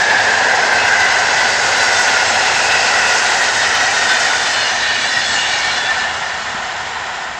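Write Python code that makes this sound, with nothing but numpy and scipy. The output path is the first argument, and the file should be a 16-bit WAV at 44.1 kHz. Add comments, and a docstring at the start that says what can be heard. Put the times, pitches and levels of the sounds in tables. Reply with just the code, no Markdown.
"""Open country beside a railway: a passenger train runs past at speed, about a dozen metres away, and recedes.
Rough wheels on rough rail drive coach bodies, sleepers and rails into coloured-noise roar, with a bright hiss.
Three rail bands sing as resonances: the lower two glide, the highest holds a steady pitch. Wheels ring as short
tones with a falling Doppler glide. Thin resonant whines and a rail tone hang around the roar. A smoother, duller
roar then fades behind the tail, with a soft gust of dragged air and one dull thump."""
import sys
import numpy as np
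from scipy import signal
from scipy.fft import rfft, irfft, next_fast_len
from scipy.io import wavfile
from scipy.ndimage import map_coordinates

SR = 44100
rng = np.random.default_rng(int(sys.argv[2]) if len(sys.argv) > 2 else 0)


def to_wav(s):
    """Save 16-bit WAV."""
    ch = np.atleast_2d(s).T  # columns
    pcm = np.round(np.clip(ch, -1, 1) * 32767)  # PCM
    wavfile.write(sys.argv[1], SR, pcm.astype(np.int16))


N = 326031
TIME = np.arange(N) / SR
TAIL_S = 5.88   # the tail of the train passes
# rings that come at random
RING_SHORTEST_S, RING_LONGEST_S, RING_SPREAD_DB = .06, .2, 2.5
# hiss of the wheel contacts before each layer's trim: (time [s], lower hiss level [dB], upper hiss level [dB])
CONTACT_HISS = [(0.0, -25.5, -25.5), (0.7, -27, -25.5), (1.2, -25, -24.5), (2.0, -25.5, -21.5),
                (2.3, -24, -23), (3.2, -25, -21.5), (3.8, -23, -23), (4.25, -23.5, -22), (4.9, -24.5, -27),
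                (5.3, -25.5, -24.5), (5.75, -24, -26), (6.2, -28, -29.5), (7.39, -39, -33)]


def rolling():
    """Coach bodies rumble, sleepers drone and the rails roar, all driven by the roughness of the wheels."""
    # roughness of the rolling wheels, of which only the swing about the mean counts: (time [s], level [dB])
    roughness = [(0.0, -20.5), (0.55, -18), (0.9, -20.0), (3.0, -20.5), (3.5, -22), (4.4, -22.5),
                 (5.0, -26.5), (5.85, -24.5), (6.4, -27), (7.39, -27.5)]
    # colour of the coach bodies: (frequency [Hz], relative density [dB per Hz])
    body_colour = [(20, -32), (40, -19), (65, -9), (95, 0), (120, -4.5), (170, -8), (205, -7), (238, -1),
                   (275, -7), (400, -6)]
    # colour of the sleepers: (frequency [Hz], relative density [dB per Hz])
    sleeper_colour = [(200, -12), (320, -12.5), (380, -4.5), (440, -0.5), (560, 0.5), (650, -1.5),
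                      (850, -28)]
    # colour of the rails: (frequency [Hz], relative density [dB per Hz])
    rail_colour = [(450, -26), (630, -6), (735, 0.5), (850, -1), (1000, -2.5), (1130, -10), (1260, -14.5),
                   (1450, -7.5), (1750, -2), (2150, -7.5), (2400, -18), (3000, -19)]
    rough_db, = in_time(roughness)
    body_gain = following(rough_db, level_db=-37.5, follows=0.14)
    body = body_gain * noise(body_colour, flutter_db=1.0, flutter_rate=14)
    sleeper_gain = following(rough_db, level_db=-32, follows=1.32)
    sleepers = sleeper_gain * noise(sleeper_colour, flutter_db=0.3, flutter_rate=22)
    roar_gain = following(rough_db, level_db=-20, follows=0.99)
    roar = roar_gain * noise(rail_colour, flutter_db=.5, flutter_rate=14)
    return body + sleepers + roar


def contact_hiss():
    """Fine roughness in the contact patches hisses in three layers; the top edge swings most in level."""
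    # colour of the lower hiss: (frequency [Hz], relative density [dB per Hz])
    hiss_colour = [(1400, 5), (2200, 0), (2550, 0.5), (2900, 2), (3250, 0), (4000, 0), (4400, -2),
                   (5000, -13.5), (6000, -38)]
    # colour of the upper hiss: (frequency [Hz], relative density [dB per Hz])
    sizzle_colour = [(3600, -33), (4400, -4.5), (4750, 0), (5200, 1), (5700, -2.5), (6600, -2), (7300, -9),
                     (8000, -10), (9000, -38)]
    # colour of the top edge: (frequency [Hz], relative density [dB per Hz])
    edge_colour = [(5500, -13.5), (6800, -6.5), (7400, -2.5), (8000, -10), (8600, -10), (9100, -19),
                   (9600, -26), (11500, -33), (13700, -43), (15500, -36)]
    hiss_db, sizzle_db = in_time(CONTACT_HISS)
    hiss = from_db(hiss_db + 3.5) * noise(hiss_colour, flutter_db=1.32, flutter_rate=18)
    sizzle = from_db(sizzle_db - 1) * noise(sizzle_colour, flutter_db=1.05, flutter_rate=26)
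    edge_gain = following(sizzle_db, level_db=-36, follows=1.5)
    edge = edge_gain * noise(edge_colour, flutter_db=1.5, flutter_rate=23)
    return reflected(hiss + sizzle) + edge


def reflected(x):
    """A reflection close behind the direct sound ripples its spectrum; its delay and strength grow with time."""
    early_spacing_hz, late_spacing_hz = 680, 571   # between ripples
    early_strength, late_strength = 0.053, 0.38
    moved = turn(3.79, length=0.47)
    spacing_hz = early_spacing_hz + moved * (late_spacing_hz - early_spacing_hz)
    strength = early_strength + moved * (late_strength - early_strength)
    late = map_coordinates(x, [np.arange(N) - SR / spacing_hz], order=3, mode="nearest")
    return (x + strength * late) / np.sqrt(1 + strength ** 2)


def singing_rail():
    """Three bands sing; the lower two swell with every bogie and take the sinking, wandering pitch of the nearest."""
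    # bogies pass, a pair at each coupling and one at the tail:
    # (time [s], low band gain [dB], low band pitch [Hz], middle band gain [dB], middle band pitch [Hz])
    bogies = [(0.021, -14, 1650, -21, 1772), (0.98, -14.5, 1542, -20.5, 2009),
              (1.952, -17.5, 1470, -22, 1989), (3.02, -17, 1462, -20, 1943),
              (3.98, -17.5, 1488, -18.5, 1883), (5.12, -30, 1520, -21.5, 1850), (5.8, -23, 1500, -24, 1793)]
    # highest band, of which only the swing about the mean counts: (time [s], level [dB])
    top_swing = [(0.0, -28), (0.9, -27.5), (1.5, -27.5), (2.2, -26), (2.7, -23), (3.15, -25), (3.4, -28.5),
                 (4.1, -29), (4.5, -39.5), (5.5, -35), (7.39, -37.5)]
    fall_per_s, wander, wander_rate_hz = .03, .006, 2   # fall and wander are shares of the pitch
    times, low_db, low_pitches, middle_db, middle_pitches = np.transpose(bogies)

    power = np.array([passing(s) for s in times]) ** 2
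    low_gain, middle_gain = np.sqrt(from_db([low_db, middle_db]) ** 2 @ power)
    # squared again, the weights favour the nearest bogie
    nearest = power ** 2 / np.sum(power ** 2, axis=0)

    # the pitch sinks fastest as the bogie passes
    glide = 1 - fall_per_s * np.tanh(TIME - times @ nearest)
    low_hz = low_pitches @ nearest * (glide + wander * drift(wander_rate_hz))
    middle_hz = middle_pitches @ nearest * (glide + wander * drift(wander_rate_hz))
    top_hz = np.full(N, 2619)   # keeps its pitch

    low = rail_band(low_hz, core_db=-8.5, core_width_hz=22, skirt_db=-5.5, skirt_width_hz=136)
    middle = rail_band(middle_hz, core_db=-7.5, core_width_hz=22, skirt_db=-4.5, skirt_width_hz=95)
    top = rail_band(top_hz, core_db=-7.0, core_width_hz=130, skirt_db=-4.5, skirt_width_hz=220)
    top_gain = following(in_time(top_swing)[0], level_db=-34, follows=1.71)
    return low_gain * low + middle_gain * middle + top_gain * top


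def rail_band(centre_hz, core_db, core_width_hz, skirt_db, skirt_width_hz):
    """Two bogies at a coupling give a strand each; the many others, each shifted by its motion, a broad skirt."""
    split = .014   # share of the pitch, above and below
    strands = sum(resonance(centre_hz * (1 + side * split), core_width_hz) for side in (-1, 1)) / np.sqrt(2)
    skirt = from_db(skirt_db) * resonance(centre_hz, skirt_width_hz)
    return from_db(core_db) * strands + skirt


def passing(s):
    """Gain of a passing bogie, 1 when abreast: it falls with distance and radiates mostly sideways."""
    speed_m_per_s, track_distance_m = 24.64, 13.19
    along_m = speed_m_per_s * (TIME - s)
    return track_distance_m ** 2 / (track_distance_m ** 2 + along_m ** 2)


def wheels():
    """Some wheels squeal clearly; the others ring faintly at random, most thickly under the last coaches."""
    # clear squeals of single wheels: (time of the middle [s], length [s], pitch [Hz], rms level at the height [dB])
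    squeals = [ (.02, .08, 1540, -21), (.1, .2, 2270, -28), (.11, .12, 1700, -22), (.13, .1, 1575, -24),
               (.32, .08, 1700, -20), (.45, .08, 1685, -21), (.64, .08, 1530, -21), (.77, .08, 1550, -22),
               (.82, .08, 2606, -24), (.84, .08, 2820, -28), (.92, .07, 1486, -21), (.94, .11, 1612, -21),
               (1.0, .06, 1981, -22), (1.07, .13, 2025, -24), (1.1, .2, 4720, -34), (1.42, .08, 1960, -23),
               (1.51, .08, 4650, -30), (1.81, .08, 4005, -29), (1.865, .04, 1486, -19),
               (1.91, .15, 4755, -34), (1.92, .28, 5450, -32), (1.97, .08, 3596, -29),
               (2.0, .04, 1464, -20), (2.02, .11, 6230, -30.5), (2.03, .1, 7730, -35),
               (2.14, .05, 1425, -20), (2.2, .12, 2170, -26), (2.24, .1, 5340, -32), (2.42, .14, 5140, -33),
               (2.28, .07, 6115, -31), (2.29, .06, 7623, -31), (2.42, .04, 1464, -19),
               (2.72, .16, 2560, -31), (2.94, .07, 1443, -22), (2.94, .07, 1938, -23),
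               (3.04, .09, 2670, -28), (3.18, .12, 2800, -30), (3.22, .06, 1550, -21),
               (3.42, .06, 1895, -21), (3.6, .1, 1810, -24), (3.75, .15, 1335, -26), (3.91, .06, 2347, -30),
               (4.12, .09, 3530, -28), (4.14, .08, 1525, -18), (4.15, .16, 2480, -31),
               (4.32, .07, 1470, -20), (4.54, .07, 4240, -30), (4.57, .08, 7644, -39),
               (4.62, .08, 3575, -29), (4.63, .1, 4307, -27), (4.64, .1, 2929, -27), (4.66, .08, 5060, -29),
               (4.68, .08, 2800, -28), (4.77, .06, 1787, -23), (4.83, .06, 3790, -29),
               (4.89, .07, 1809, -21), (4.94, .13, 2470, -31), (5.03, .08, 6020, -35),
               (5.05, .09, 7885, -39), (5.07, .09, 4070, -27), (5.09, .08, 2864, -30),
               (5.14, .06, 5534, -31), (5.15, .08, 5168, -29), (5.15, .08, 1916, -22),
               (5.13, .09, 3460, -27.5), (5.26, .07, 3424, -26.5), (5.25, .07, 4270, -30),
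               (5.38, .25, 5440, -35), (5.31, .07, 7666, -32), (5.36, .1, 4325, -25.5),
               (5.35, .06, 1766, -23), (5.36, .06, 7235, -31.5), (5.4, .1, 2800, -24),
               (5.4, .07, 6740, -32.5), (5.41, .12, 2929, -26), (5.44, .12, 3596, -27),
               (5.44, .08, 7660, -36), (5.53, .07, 4307, -31), (5.54, .07, 2347, -25),
               (5.54, .07, 2929, -28), (5.54, .07, 3811, -31), (5.55, .06, 6589, -35),
               (5.67, .05, 1809, -19), (5.61, .08, 2215, -27), (5.68, .08, 2261, -24),
               (5.69, .08, 3273, -30), (5.76, .08, 4134, -28.5), (5.78, .06, 5663, -35),
               (5.805, .04, 1780, -18.5), (5.82, .11, 3424, -26.5), (5.87, .1, 3510, -27),
               (5.91, .05, 1790, -17.5), (5.99, .1, 4180, -34), (5.86, .2, 1775, -27),
               (6.03, .11, 1768, -21), (6.1, .14, 2842, -35), (6.24, .15, 1790, -29)]
    out = np.zeros(N)
    for row in list(squeals) + faint_rings(count=280, level_db=-.5) + ring_cluster(count=30):
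        start, sound = wheel_ring(*row)
        out[start:start + len(sound)] += sound
    return out


def wheel_ring(s, length, hz, level_db):
    """One wheel mode sings briefly and unsteadily, sinking in pitch as the wheel moves; returns start and sound."""
    doppler_fall_per_s = .08   # share of the pitch
    start, stop = np.clip([int((s - 2 * length) * SR), int((s + 2 * length) * SR)], 0, N)
    age = TIME[start:stop] - s
    # random curves through this many points in two seconds, from fast to slow
    jitter, grip, waver = [np.interp(age, np.linspace(-1, 1, count), rng.standard_normal(count))
                           for count in (700, 160, 36)]
    pitch = hz * (1 - doppler_fall_per_s * age + .0025 * waver) + .37 * np.sqrt(hz) * jitter
    # the wheel's grip on the rail varies, so the tone stutters
    strength = from_db(level_db) * np.exp(-2 * (age / length) ** 2) * (1 + .33 * grip)
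    return start, strength * np.sqrt(2) * np.sin(2 * np.pi * np.cumsum(pitch) / SR)


def faint_rings(count, level_db):
    """Many wheels ring faintly at any pitch, their level following the contact hiss; rows like the squeals."""
    # strongest faint rings against the hiss, before the overall trim: (pitch [Hz], level [dB])
    ring_colour = [(2200, -8), (3500, -9), (5000, -10), (6600, -12), (7900, -21)]
    hiss_db = in_time(CONTACT_HISS)[0]
    hz, db = np.transpose(ring_colour)
    when, span, place, weakness = rng.random((count, 4)).T
    at = (when * N).astype(int)
    pitch = hz[0] + place * (hz[-1] - hz[0])
    length = RING_SHORTEST_S + span * (RING_LONGEST_S - RING_SHORTEST_S)
    ring_db = level_db + hiss_db[at] + np.interp(pitch, hz, db) - RING_SPREAD_DB * weakness
    return list(zip(at / SR, length, pitch, ring_db))


def ring_cluster(count):
    """The last wheels chatter in overlapping rings near their modes, weaker upwards; rows like the squeals."""
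    # modes of the last wheels: (pitch [Hz])
    last_modes = [2300, 2790, 2930, 3300, 3440, 3590, 3820, 4080, 4320, 4580]
    from_s, until_s, scatter = 4.9, 5.7, .022   # scatter is a share of the pitch, up or down
    when, span, shift, weakness = rng.random((count, 4)).T
    pitch = np.resize(last_modes, count) * (1 + scatter * (2 * shift - 1))
    length = RING_SHORTEST_S + span * (RING_LONGEST_S - RING_SHORTEST_S)
    level_db = -32 - RING_SPREAD_DB * weakness - 10 * np.log10(pitch / last_modes[0])
    return list(zip(from_s + when * (until_s - from_s), length, pitch, level_db))


def whines():
    """Modes that many wheels share swell and fade at a steady pitch, above a narrow low tone of the rail."""
    # long thin whines: (time of the middle [s], length [s], pitch [Hz], width [Hz], rms level at the height [dB])
    shared_modes = [(1.55, .9, 4725, 50, -34), (1.1, 1.3, 5160, 45, -40), (1.9, 1.8, 6630, 66, -37),
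                    (0.94, .9, 4060, 40, -39), (6.2, .7, 2850, 47, -39), (6.8, 1.3, 7270, 25, -50),
                    (6.9, .8, 4000, 35, -46)]
    # rail tone inside the roar, lingering behind the train: (time [s], level [dB])
    rail_tone_level = [(0.0, -32.5), (3.0, -30), (4.8, -40), (5.7, -33), (6.3, -33.5), (7.39, -42)]
    shimmer = sum(from_db(db) * swell(s, length) * resonance(np.full(N, hz), width)
                  for s, length, hz, width, db in shared_modes)
    tone = from_db(in_time(rail_tone_level)[0]) * resonance(np.full(N, 750), width_hz=28)
    return shimmer + tone


def receding():
    """From behind, all the wheels merge into one smooth, duller roar that fades steadily."""
    # colour of the far train below the valley between rail bands: (frequency [Hz], relative density [dB per Hz])
    far_low = [(30, -23), (60, -11.5), (90, -12), (130, -20.5), (175, -13.5), (240, -21), (300, -26),
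               (380, -15), (520, -13.5), (640, -7.5), (745, -2.5), (860, -2.5), (1020, -0.5)]
    # its colour above that valley: (frequency [Hz], relative density [dB per Hz])
    far_high = [(1170, -9), (1330, -1), (1500, -0.5), (1660, -7.5), (1830, 1), (2100, -8), (2600, -11),
                (2880, -10.5), (3150, -11), (3420, -11), (4700, -20), (5350, -19), (6000, -26), (7300, -18),
                (8100, -38)]
    fade_db_per_s = 2.5
    level_db = -20 - fade_db_per_s * np.maximum(TIME - TAIL_S, 0)
    return from_db(level_db) * noise(far_low + far_high, flutter_db=0.5, flutter_rate=10)


def wake(level_db, arrives_s, lasts_s):
    """Air dragged along behind the last coach reaches the microphone as a soft low gust."""
    # frequency [Hz], relative density [dB per Hz]
    gust = noise([(20, -7), (45, -4), (80, 8), (160, -11)], flutter_db=2.0, flutter_rate=5.5)
    return from_db(level_db) * swell(arrives_s, lasts_s) * gust


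def thump():
    """A dull knock: a low sine under a bell a few milliseconds long."""
    # one soft thump: (time [s], level [dB], pitch [Hz], length [s])
    knock = (6.550, -23.5, 225, .003)
    s, level_db, hz, length = knock
    return from_db(level_db) * swell(s, length) * np.sin(2 * np.pi * hz * (TIME - s))


def noise(spectrum, flutter_db, flutter_rate):
    """Noise of the given colour whose level flutters by chance; rms 1."""
    hz, db = np.transpose(spectrum)
    size = next_fast_len(N)
    log_hz = np.log(np.maximum(np.arange(size // 2 + 1) * SR / size, 1))
    # beyond the ends of the table the colour falls steeply
    outside = np.abs(log_hz - np.clip(log_hz, np.log(hz[0]), np.log(hz[-1])))
    gain = from_db(np.interp(log_hz, np.log(hz), db) - 50 * outside)
    coloured = irfft(rfft(rng.standard_normal(size)) * gain, size)[:N]
    return rms_one(coloured * from_db(flutter_db * drift(flutter_rate)))


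def resonance(centre_hz, width_hz):
    """A resonance driven by random roughness: a tone of wandering strength and phase; rms about 1."""
    phase = 2 * np.pi * np.cumsum(centre_hz) / SR
    return drift(width_hz) * np.cos(phase) + drift(width_hz) * np.sin(phase)


def drift(rate):
    """Slow chance: noise at every 20th sample, low-passed twice at the rate in Hz; spread about 1."""
    r = np.exp(-2 * np.pi * rate * 20 / SR)
    raw = rng.standard_normal(N // 20 + 4002)
    slow = signal.lfilter([1], [1, -2 * r, r * r], raw)[4000:]   # drop the filter's run-in
    return np.interp(np.arange(N) / 20, np.arange(len(slow)), rms_one(slow))


def following(control_db, level_db, follows):
    """Gain of a layer that moves by a multiple of a control's swing about its mean."""
    return from_db(level_db + follows * (control_db - control_db.mean()))


def swell(s, length):
    """A bell-shaped rise and fall around a moment."""
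    return np.exp(-2 * ((TIME - s) / length) ** 2)


def turn(s, length):
    """A smooth step from 0 to 1 around a moment."""
    return .5 + .5 * np.tanh((TIME - s) / (2 * length))


def in_time(rows):
    """The columns of a curve at every sample."""
    s, *columns = np.transpose(rows)
    return [np.interp(TIME, s, c) for c in columns]


def from_db(db):
    """Decibels to gain."""
    return 10 ** (np.asarray(db) / 20)


def rms_one(x):
    """Scale to rms 1."""
    return x / np.sqrt(np.mean(np.abs(x) ** 2) + 1e-20)


def scene():
    """All sounds meet at one microphone; behind the tail the near sound largely gives way to the far one."""
    far_share = 0.78 * turn(TAIL_S, length=0.29)   # share of the power
    near = np.sqrt(1 - far_share) * (rolling() + contact_hiss() + singing_rail() + wheels())
    far = np.sqrt(far_share) * receding()
    gust = wake(level_db=-48.0, arrives_s=5.84, lasts_s=0.86)
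    return (near + far + whines() + gust + thump())[None, :]


def record(dry):
    """The highest peaks are squashed under a ceiling, then a steep low-pass cuts the top."""
    ceiling, hardness, cutoff_hz = .68, 28, 15800
    squashed = dry / (1 + np.abs(dry / ceiling) ** hardness) ** (1 / hardness)
    low_pass = signal.ellip(10, .1, 80, cutoff_hz, fs=SR, output="sos")
    return signal.sosfilt(low_pass, squashed)


dry = scene()
out = record(dry)
to_wav(out)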